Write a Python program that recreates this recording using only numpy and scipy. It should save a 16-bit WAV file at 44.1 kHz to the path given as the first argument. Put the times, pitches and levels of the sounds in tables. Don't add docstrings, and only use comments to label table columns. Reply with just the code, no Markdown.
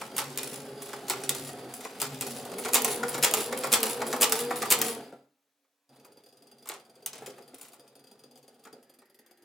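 import sys
import numpy as np
from scipy import signal
from scipy.fft import rfft, irfft, next_fast_len
from scipy.io import wavfile
from scipy.ndimage import map_coordinates

SR = 44100
rng = np.random.default_rng(int(sys.argv[2]) if len(sys.argv) > 2 else 0)


def ratio_of_db(decibels):
    return 10 ** (np.asarray(decibels, float) / 20)


def materialize(psi):
    bounded = np.clip(np.atleast_2d(psi).T, -1, 1)
    quanta = np.round(bounded * 32767).astype(np.int16)
    wavfile.write(sys.argv[1], SR, quanta)


N = 416304

# time in seconds, position in turns (whole at each drop of the foot).
CRANK = [(-.7365, -1), (.181, 0), (1.0985, 1), (2.0165, 2), (2.36, 2.375), (2.517, 2.59), (2.585, 2.691),
         (2.648, 2.8125), (2.7431, 3), (3.2355, 4), (3.7278, 5), (4.2195, 6), (4.712, 7), (4.92, 7.42),
         (5.1236, 7.581), (5.6, 7.6)]
# centre in Hz, width in Hz, level in dB.
TABLE = [(248.6, 46.7, 0), (406.8, 45.3, 2), (504, 74, -0.5), (714, 70, -4.5), (820, 74, -7.5),
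         (970, 33, -16), (1300, 200, -18)]
# centre in Hz, width in Hz, level in dB.
WHEEL = [(2550, 120, -12), (3380, 190, -9), (4420, 60, -8), (4818, 91, -1), (6300, 300, -15),
         (6700, 200, -11.5), (9250, 360, -7), (10050, 81, -6.5), (13000, 1100, -14)]
# centre in Hz, width in Hz, level in dB.
NEAR_WHEEL = [(348, 28, 6.5), (1860, 410, -7.5), (11650, 3700, -10.5), (13700, 1100, -7.5)]
# frequency in Hz, density in dB per Hz.
CRACK = [(590, -35), (1000, -7), (2870, -0.5), (6090, -1.5), (6610, -4.5), (7090, 1), (9400, -4),
         (15700, -9.5), (16500, -33)]
GEAR_UP = 2.65
MOVE = 8.78


def unit(x):
    return x / np.sqrt(np.mean(x ** 2) + 1e-20)


def along(points, hz):
    f, v = np.transpose(points)
    return np.interp(np.log(hz + 1), np.log(f + 1), v)


def curves(rows):
    s, *cols = np.transpose(rows)
    return [np.interp(np.arange(N) / SR, s, c) for c in cols]


def wobble(rate):
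    knots = rng.standard_normal(int(N * rate / SR) + 4)
    return map_coordinates(knots, [np.arange(N) * rate / SR])


def filtered(x, response):
    m = next_fast_len(N + SR // 2)
    return irfft(rfft(x, m) * response(np.fft.rfftfreq(m, 1 / SR)), m)[..., :N]


def modes(peaks):
    def response(f):
        total = 0
        for k, (centre, width, db) in enumerate(peaks):
            damping = 1j * f * width
            total = total + (-1) ** k * ratio_of_db(db) * damping / (centre * centre - f * f + damping)
        return total
    return response


def coloured(response):
    return unit(filtered(rng.standard_normal(N), response))


def bursts(times, level_db, t60, rise):
    env = np.zeros(N + SR)
    t = np.arange(SR // 3) / SR
    lives = np.broadcast_to(np.clip(t60, .003, .4), len(times))
    for s, db, life in zip(times, level_db, lives):
        start = max(round(s * SR), 0)
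        env[start:][:len(t)] += ratio_of_db(db - 60 * t / life) * (1 - np.exp(-t / rise))
    return env[:N]


def rung(peaks, times, level_db, t60, rise=.00015):
    response = modes(peaks)
    gain = np.std(filtered(rng.standard_normal(N), response))
    blow = bursts(times, level_db, t60, rise) * rng.standard_normal(N)
    return filtered(blow, response) / gain


def turns():
    return curves(CRANK)[0]


def coast_db(s):
    cut_s, db_per_s = 4.92, -95
    return db_per_s * np.clip(s - cut_s, 0, None)


def motor():
    sag_curve = [(0, .02), (.1, .02), (.15, -.08), (.3, -.09), (.37, 0), (.55, -.02), (.68, .01), (1, .02)]
    # share of a turn, change of the tone in dB.
    pull_curve = [(0, -2), (.1, 0), (.15, 3), (.31, 5), (.36, 0), (.66, 0), (.72, -7), (.92, -7), (1, -2)]
    # time in seconds, pitch in Hz, level in dB.
    tone_track = [(0, 134.9, -58.5), (1.2, 135.6, -52), (2.4, 135.7, -53), (2.5, 151, -58.5),
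                  (2.6, 225, -34), (2.75, 243.3, -41.5), (4.85, 242.7, -42), (5, 227.4, -43.5),
                  (5.1, 200, -80), (5.3, 201, -110)]
    # multiple of the pitch, level when slow in dB, when fast in dB.
    orders = [(1, -4.5, -6.5), (2, -2.5, 2), (3, -1, -12.5), (4, -5.5, -12)]
    # time in seconds, level in dB.
    effort_track = [(0, -46), (2.2, -47.5), (2.6, -42.5), (2.85, -40.5), (4.85, -40), (5.0, -46),
                    (5.2, -65.5), (5.35, -87), (5.875, -100), (5.9, -60.5), (6.3, -65.5), (7.0, -62.5),
                    (7.25, -52), (7.45, -60), (7.95, -63.5), (8.8, -66.5), (9.1, -78), (9.44, -72)]
    # centre in Hz, width in Hz, level in dB.
    boom_modes = [(138.4, 4.7, 9), (70, 23, -32)]
    # frequency in Hz, density in dB per Hz.
    whir_colour = [(410, -24), (700, -5.5), (1790, -15.5), (4170, -17.5), (4950, -20.5), (5650, -24.5),
                   (9850, -21), (15900, -30), (16500, -44)]
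    boom_db, boom_slow_db = -13, 7
    whir_db, whir_grows = -7.5, 1.084
    slow_sag = 0.261

    angle = turns()
    slow = angle < 2.5
    pull_db = np.interp(angle % 1, *np.transpose(pull_curve))
    effort_db, = curves(effort_track)
    growl_db = effort_db + 0.35 * slow * pull_db
    boom_db = effort_db + boom_db + slow * (boom_slow_db + 1.7 * np.minimum(pull_db, 0))
    idle_db = effort_track[0][1]
    whir_db = idle_db + whir_grows * (effort_db - idle_db) + whir_db

    growl = ratio_of_db(growl_db + 2 * wobble(40)) * coloured(modes(TABLE))
    boom = ratio_of_db(boom_db + 1.7 * wobble(6)) * coloured(modes(boom_modes))
    grit = ratio_of_db(3 * wobble(150) + 1.5 * wobble(20))
    whir = ratio_of_db(whir_db) * grit * coloured(lambda hz: ratio_of_db(along(whir_colour, hz)))
    whir += ratio_of_db(whir_db - 11 + 3 * wobble(18)) * coloured(modes(WHEEL[1:4]))
    whir += ratio_of_db(whir_db - 17 + 5.0 * slow + 2.2 * wobble(11)) * coloured(modes(WHEEL[3::2]))

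    hz, tone_db = curves(tone_track)
    sag = np.where(slow, slow_sag, 1) * np.interp(angle % 1, *np.transpose(sag_curve))
    phase = 2 * np.pi * np.cumsum(hz * (1 + sag + .012 * wobble(60))) / SR
    tone = np.zeros(N)
    for k, slow_db, fast_db in orders:
        tone += ratio_of_db(np.where(slow, slow_db, fast_db) + 2.5 * wobble(30)) * np.sin(k * phase)
    return growl + boom + whir + ratio_of_db(tone_db + pull_db) * tone


def thread():
    # share of a turn, feed scrape in dB, thread in its guides in dB.
    rub = [(0, -46.5, -63.5), (.22, -56.5, -73.5), (.285, -46.5, -50.5), (.41, -50.5, -50),
           (.46, -57.5, -60.5), (.67, -77.5, -74), (.707, -62, -50.5), (.82, -52.5, -67), (1, -70.5, -71.5)]
    # centre in Hz, width in Hz, level in dB.
    guide = [(7160, 100, -9), (10180, 670, 2.5), (11500, 330, -13.5), (14400, 300, -3)]
    fast_scrape_db, fast_sing_db = 8, 10.5

    angle = turns()
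    fast = angle > GEAR_UP
    share, scrape, sing = np.transpose(rub)
    fade_db = 2.4 * coast_db(np.arange(N) / SR)
    jerks = 4 * wobble(250)
    scrape_db = np.interp(angle % 1, share, scrape) + fast_scrape_db * fast + fade_db + jerks
    sing_db = np.interp(angle % 1, share, sing) + fast_sing_db * fast + fade_db + jerks
    scraping = ratio_of_db(scrape_db) * coloured(lambda hz: ratio_of_db(along(CRACK, hz)))
    return scraping + ratio_of_db(sing_db) * coloured(modes(guide))


def still_air():
    # frequency in Hz, density in dB per Hz.
    still = [(240, -33.5), (400, -2), (842, -3.5), (1120, -5), (1990, -7), (14000, -13)]
    hum_db, = curves([(0, -85), (5.2, -67.5), (5.35, -78), (5.5, -91), (9.44, -88)])
    hum_phase = 2 * np.pi * np.cumsum(280 + 9 * wobble(30)) / SR
    hum = ratio_of_db(hum_db + 2.5 * wobble(15)) * np.sin(hum_phase)
    facing = np.clip((np.arange(N) / SR - MOVE) * 5, 0, 1)
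    drone = ratio_of_db(-73 + 2.5 * wobble(16)) * facing * coloured(modes(NEAR_WHEEL[:2]))
    return hum + drone + ratio_of_db(-82.5) * coloured(lambda hz: ratio_of_db(along(still, hz)))


def stitches():
    # time in seconds, peak in dB, table knock in dB, brightness in dB,
    # ring in seconds.
    slow_stitch = [(0.181, -11.5, -12.5, -11, 0.063), (0.1882, -13.5, -18, -14, 0.062),
                   (0.2, -19.5, -12.5, -17, 0.06), (0.2155, -19.5, -6.5, -25.5, 0.048),
                   (0.2977, -35.5, -43, -11.5, 0.16), (0.375, -7.5, -24, -7.5, 0.026),
                   (0.3846, -12.5, -17, -14.5, 0.073), (0.4314, -16, -14, -7, 0.053),
                   (0.497, -31.5, -15.5, -17.5, 0.09), (0.5307, -25, -27, -15, 0.06),
                   (0.5694, -35.5, -7, -12, 0.074), (0.6545, -37, -4, -11, 0.054),
                   (0.8208, -21, -25, -8, 0.073), (0.8589, -34, -13, -5, 0.073),
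                   (0.8894, -27.5, -9.5, -11.5, 0.06), (0.9317, -20.5, -4.5, -23, 0.06)]
    fast_stitch = [(3.7276, -6, -17.5, -9, 0.072), (3.7366, -3, -20, -14, 0.055),
                   (3.7402, -12, -16.5, -18, 0.042), (3.7504, -13, -13, -18.5, 0.072),
                   (3.7605, -21.5, -5, -15, 0.045), (3.804, -17, -21, -3.5, 0.031),
                   (3.8303, -4, -14, -5.5, 0.029), (3.8369, -11, -15.5, -14.5, 0.047),
                   (3.862, -18.5, -9, -9.5, 0.066), (3.8979, -20, -12, -7.5, 0.065),
                   (4.0141, -26.5, 4.5, -18.5, 0.077), (4.0185, -18, -15, -19.5, 0.05),
                   (4.0664, -19, -15, -10.5, 0.077), (4.128, -11, -7.5, -23.5, 0.02),
                   (4.1333, -17, -5.5, -15, 0.084), (4.1626, -21.5, -8.5, -10.5, 0.068)]
    lead_in = [
        [(1.068, -32, -21, -10, .05), (1.0825, -16.5, -20, -9, .1)],
        [(4.204, -27, -25, -8, .07), (4.2105, -10, -24, -7, .13)],
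    ]
    halt = 7.5

    s, turn = np.transpose(CRANK)
    slow = (list(slow_stitch) + list(lead_in[0]), -1, GEAR_UP, -2)
    fast = (list(fast_stitch) + list(lead_in[1]), GEAR_UP, halt, 0)
    rows = []
    for pattern, first, last, force_db in (slow, fast):
        for when, db, *rest in pattern:
            at = np.interp(when, s, turn) % 1 + np.arange(-1, 8)
            times = np.interp(at[(at >= first) & (at < last)], turn, s)
            for t in times[times > 0]:
                rows.append((t, db + force_db + coast_db(t) + rng.normal(0, 1.2), *rest))
    return rows


def blows():
    # share of a turn, peak when slow in dB, peak when fast in dB.
    hard = [
        (0, -8, -6),
        (0.2114, -18.5, -9.5),
    ]
    # time in seconds, peak in dB.
    hard_crawl = [
        (6.6894, -17),
        (7.0608, -18),
    ]
    s, turn = np.transpose(CRANK)
    at = np.arange(8)
    rows = []
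    for share, slow_db, fast_db in hard:
        db = np.where(at < GEAR_UP, slow_db, fast_db) + rng.normal(0, 1.5, len(at))
        rows.append(np.c_[np.interp(at + share, turn, s), db])
    return np.vstack(rows + [hard_crawl]).T


def snaps(times, level_db):
    spike = np.sign(rng.standard_normal(N)) * bursts(times, level_db, 0.0055, rise=.0001)
    return filtered(spike, modes([(8950, 6100, 0.0052)]))


def linkage():
    # time in seconds, peak in dB, table knock in dB,
    # brightness in dB, ring in seconds.
    crawl_stitch = [(6.6573, -32, -12.5, -18.5, 0.1), (6.6728, -28.5, -18.5, -12.5, 0.073),
                    (6.6905, -21.5, -25, -12.5, 0.038), (6.6971, -23, -8.5, -22.5, 0.066),
                    (6.716, -29, -11, -27, 0.11), (6.7383, -30.5, -15, -21, 0.17),
                    (7.0614, -16, -22.5, -4, 0.044), (7.0749, -25, -26, -17.5, 0.07),
                    (7.1315, -23.5, -22.5, -27.5, 0.1), (7.1544, -29.5, -13.5, -23, 0.085),
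                    (7.1794, -32, -15.5, -23.5, 0.13), (7.2204, -43.5, -5.5, -14, 0.19),
                    (7.2616, -23.5, -27.5, -11.5, 0.1), (7.299, -39, -19, -14.5, 0.08),
                    (7.3828, -38.5, -8, -16, 0.072), (7.5437, -30.5, -26, -15, 0.085),
                    (7.5824, -39.5, -16, -6, 0.12), (7.6122, -30, -23.5, -9, 0.17),
                    (7.652, -39.5, -16, -14, 0.1), (7.6838, -37.5, -21, -9.5, 0.08),
                    (7.7327, -36.5, -13.5, -7.5, 0.099)]
    # time in seconds, peak in dB, table knock in dB,
    # brightness in dB.
    strays = [(1.236, -17.5, -29.5, -21), (1.49, -31, -20.5, -11), (2.3098, -27.5, -27, -5),
              (2.4517, -28.5, -13.5, -8), (2.5164, -26.5, -9, -22), (5.6444, -66, -1, -26.5),
              (6.0485, -40.5, -9, -7.5), (8.375, -43.5, -18.5, -6.5), (8.6516, -34, -11, -19),
              (8.6689, -45.5, 1, -12), (9.018, -50.5, -1, -12)]
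    # centre in Hz, width in Hz, level in dB.
    steel = [(2502, 65, -1.5), (5120, 40, -4), (6430, 110, -12.5), (7010, 81, 1), (9360, 100, 2),
             (9860, 94, -5), (9940, 45, -1), (11900, 56, -4.5), (12600, 160, -6.5), (13100, 100, -5),
             (15400, 83, -13), (15500, 49, -8.5)]
    # centre in Hz, width in Hz, level in dB.
    knock = [(410, 120, 4.5), (808, 120, 8), (930, 130, 8.5), (1260, 430, 3.5), (1560, 180, -6),
             (1700, 640, -7.5), (2390, 520, -4.5)]
    stray_ring_s = 0.076

    contacts = stitches() + list(crawl_stitch) + [(*row, stray_ring_s) for row in strays]
    s, db, knock_db, bright_db, ring = np.transpose(contacts)

    def dull(hz):
        return ratio_of_db(along(CRACK, hz)) / np.sqrt(1 + (hz / 9000) ** 8)

    def sharp(hz):
        return ratio_of_db(along(CRACK, hz)) / np.sqrt(1 + (9000 / (hz + 1)) ** 8)

    x = snaps(*blows()) + snaps(s, db - 19.5)
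    x += rung(steel, s, db - 12.5, 0.13 * ring)
    x += rung(knock, s, db + knock_db - 2.0, 0.86 * ring, rise=0.0022)
    for colour, level_db in ((dull, db - 15.0), (sharp, db + bright_db - 4.5)):
        crack = bursts(s, level_db, 0.0074, rise=.0001)
        chatter = bursts(s, level_db - 6.5, ring, rise=0.0014)
        chatter *= ratio_of_db(4.05 * wobble(400))
        x += (crack + chatter) * coloured(colour)
    return x


def steps():
    # firm step in seconds, peak in dB, seconds since the light one.
    pairs = [(5.959, -51, .0675), (6.046, -47, .048), (6.1704, -47, .05), (6.2601, -45.5, 0.024),
             (6.325, -48.5, .038), (6.4218, -45.5, .0524), (6.5132, -43.5, .0434), (6.6242, -44.5, 0.041),
             (6.798, -46.5, 0.043), (6.8953, -48, .045), (7.0237, -45.5, .0702), (7.364, -51, 0.046),
             (7.478, -42.5, .0565), (7.7954, -43, 0.076), (7.9534, -42, .0768), (8.0397, -46.5, .0469),
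             (8.113, -43.5, 0.043), (8.2365, -43.5, .0451), (8.356, -44, 0.0454), (8.479, -43, .0512),
             (8.5936, -50.5, 0.051), (8.7275, -42, .09), (8.8946, -47.5, .0677), (8.987, -48, .0487),
             (9.098, -53, .043), (9.1889, -46, .0446), (9.3098, -47.5, .0479), (9.422, -51, .049)]
    # time in seconds, peak in dB, ring in seconds.
    thuds = [
        (4.997, -35, 0.11),
        (5.124, -35.5, 0.1),
        (7.218, -37, 0.11),
        (7.274, -38, 0.11),
        (7.381, -36.5, 0.097),
        (7.534, -42, 0.068),
        (8.66, -44, 0.093),
        (8.726, -47.5, 0.34),
        (9.185, -71, 0.085),
    ]
    light_db = -2
    firm_knock_db, light_knock_db = -8, -18.5

    firm, firm_db, gap = np.transpose(pairs)
    s = np.r_[firm, firm - gap]
    db = np.r_[firm_db, firm_db + light_db]
    knock_db = np.repeat([firm_knock_db, light_knock_db], len(firm))
    late = s > MOVE
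    click = bursts(s, db - 14.5, 0.021, rise=0.00054) * coloured(lambda hz: ratio_of_db(along(CRACK, hz)))
    ping_phase = 2 * np.pi * np.cumsum(4830 + 90 * wobble(200)) / SR
    ping = bursts(s, db - 13.5 - 5 * late, 0.085, rise=0.00085) * np.sin(ping_phase)
    near = rung(NEAR_WHEEL, s[late], db[late] - 11.5, 0.068)
    when, thud_db, ring = np.transpose(thuds)
    thump = rung(TABLE, s, db + knock_db - 1.5, 0.087) + rung(TABLE, when, thud_db - 3.5, ring)
    return rung(WHEEL, s, db - 12, 0.079) + click + ping + near + thump


def room(x, t60_share):
    # frequency in Hz, t60 in seconds.
    decay = [(200, 0.32), (2000, 0.43), (12000, 0.14)]
    out, hop = np.zeros(N + SR), SR // 4
    for start in range(0, N, hop):
        hz, t, z = signal.stft(rng.standard_normal(SR // 3), SR, nperseg=128)
        t60 = t60_share * along(decay, hz)
        tail = signal.istft(z * ratio_of_db(-60 * t / t60[:, None]), SR, nperseg=128)[1]
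        wet = signal.fftconvolve(x[start:start + hop], tail / np.linalg.norm(tail))
        out[start:start + len(wet)] += wet
    return out[:N]


def scene():
    # frequency in Hz, side over mid in dB.
    width = [(60, -17), (150, -44), (380, -27), (950, -12), (2380, -10), (5980, -7.5), (15000, -4)]
    machine = motor() + thread() + still_air() + linkage() + steps()
    mid = machine + ratio_of_db(-7.5) * room(machine, t60_share=0.79)
    side = room(machine, t60_share=.1) + ratio_of_db(0.5) * room(machine, t60_share=.9)
    side = filtered(side, lambda hz: ratio_of_db(along(width, hz) - 2.3))
    return np.array([mid + side, mid - side])


def band_limit(x):
    return signal.sosfilt(signal.butter(12, 16970, fs=SR, output="sos"), x)


def record(dry):
    hiss = ratio_of_db(-92.5) * rng.standard_normal(dry.shape)
    mix = filtered(dry + hiss, lambda hz: (hz < 16900) * (hz / 90) ** 2 / np.sqrt(1 + (hz / 90) ** 4))
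    return band_limit(mix)


dry = scene()
out = record(dry)
materialize(out)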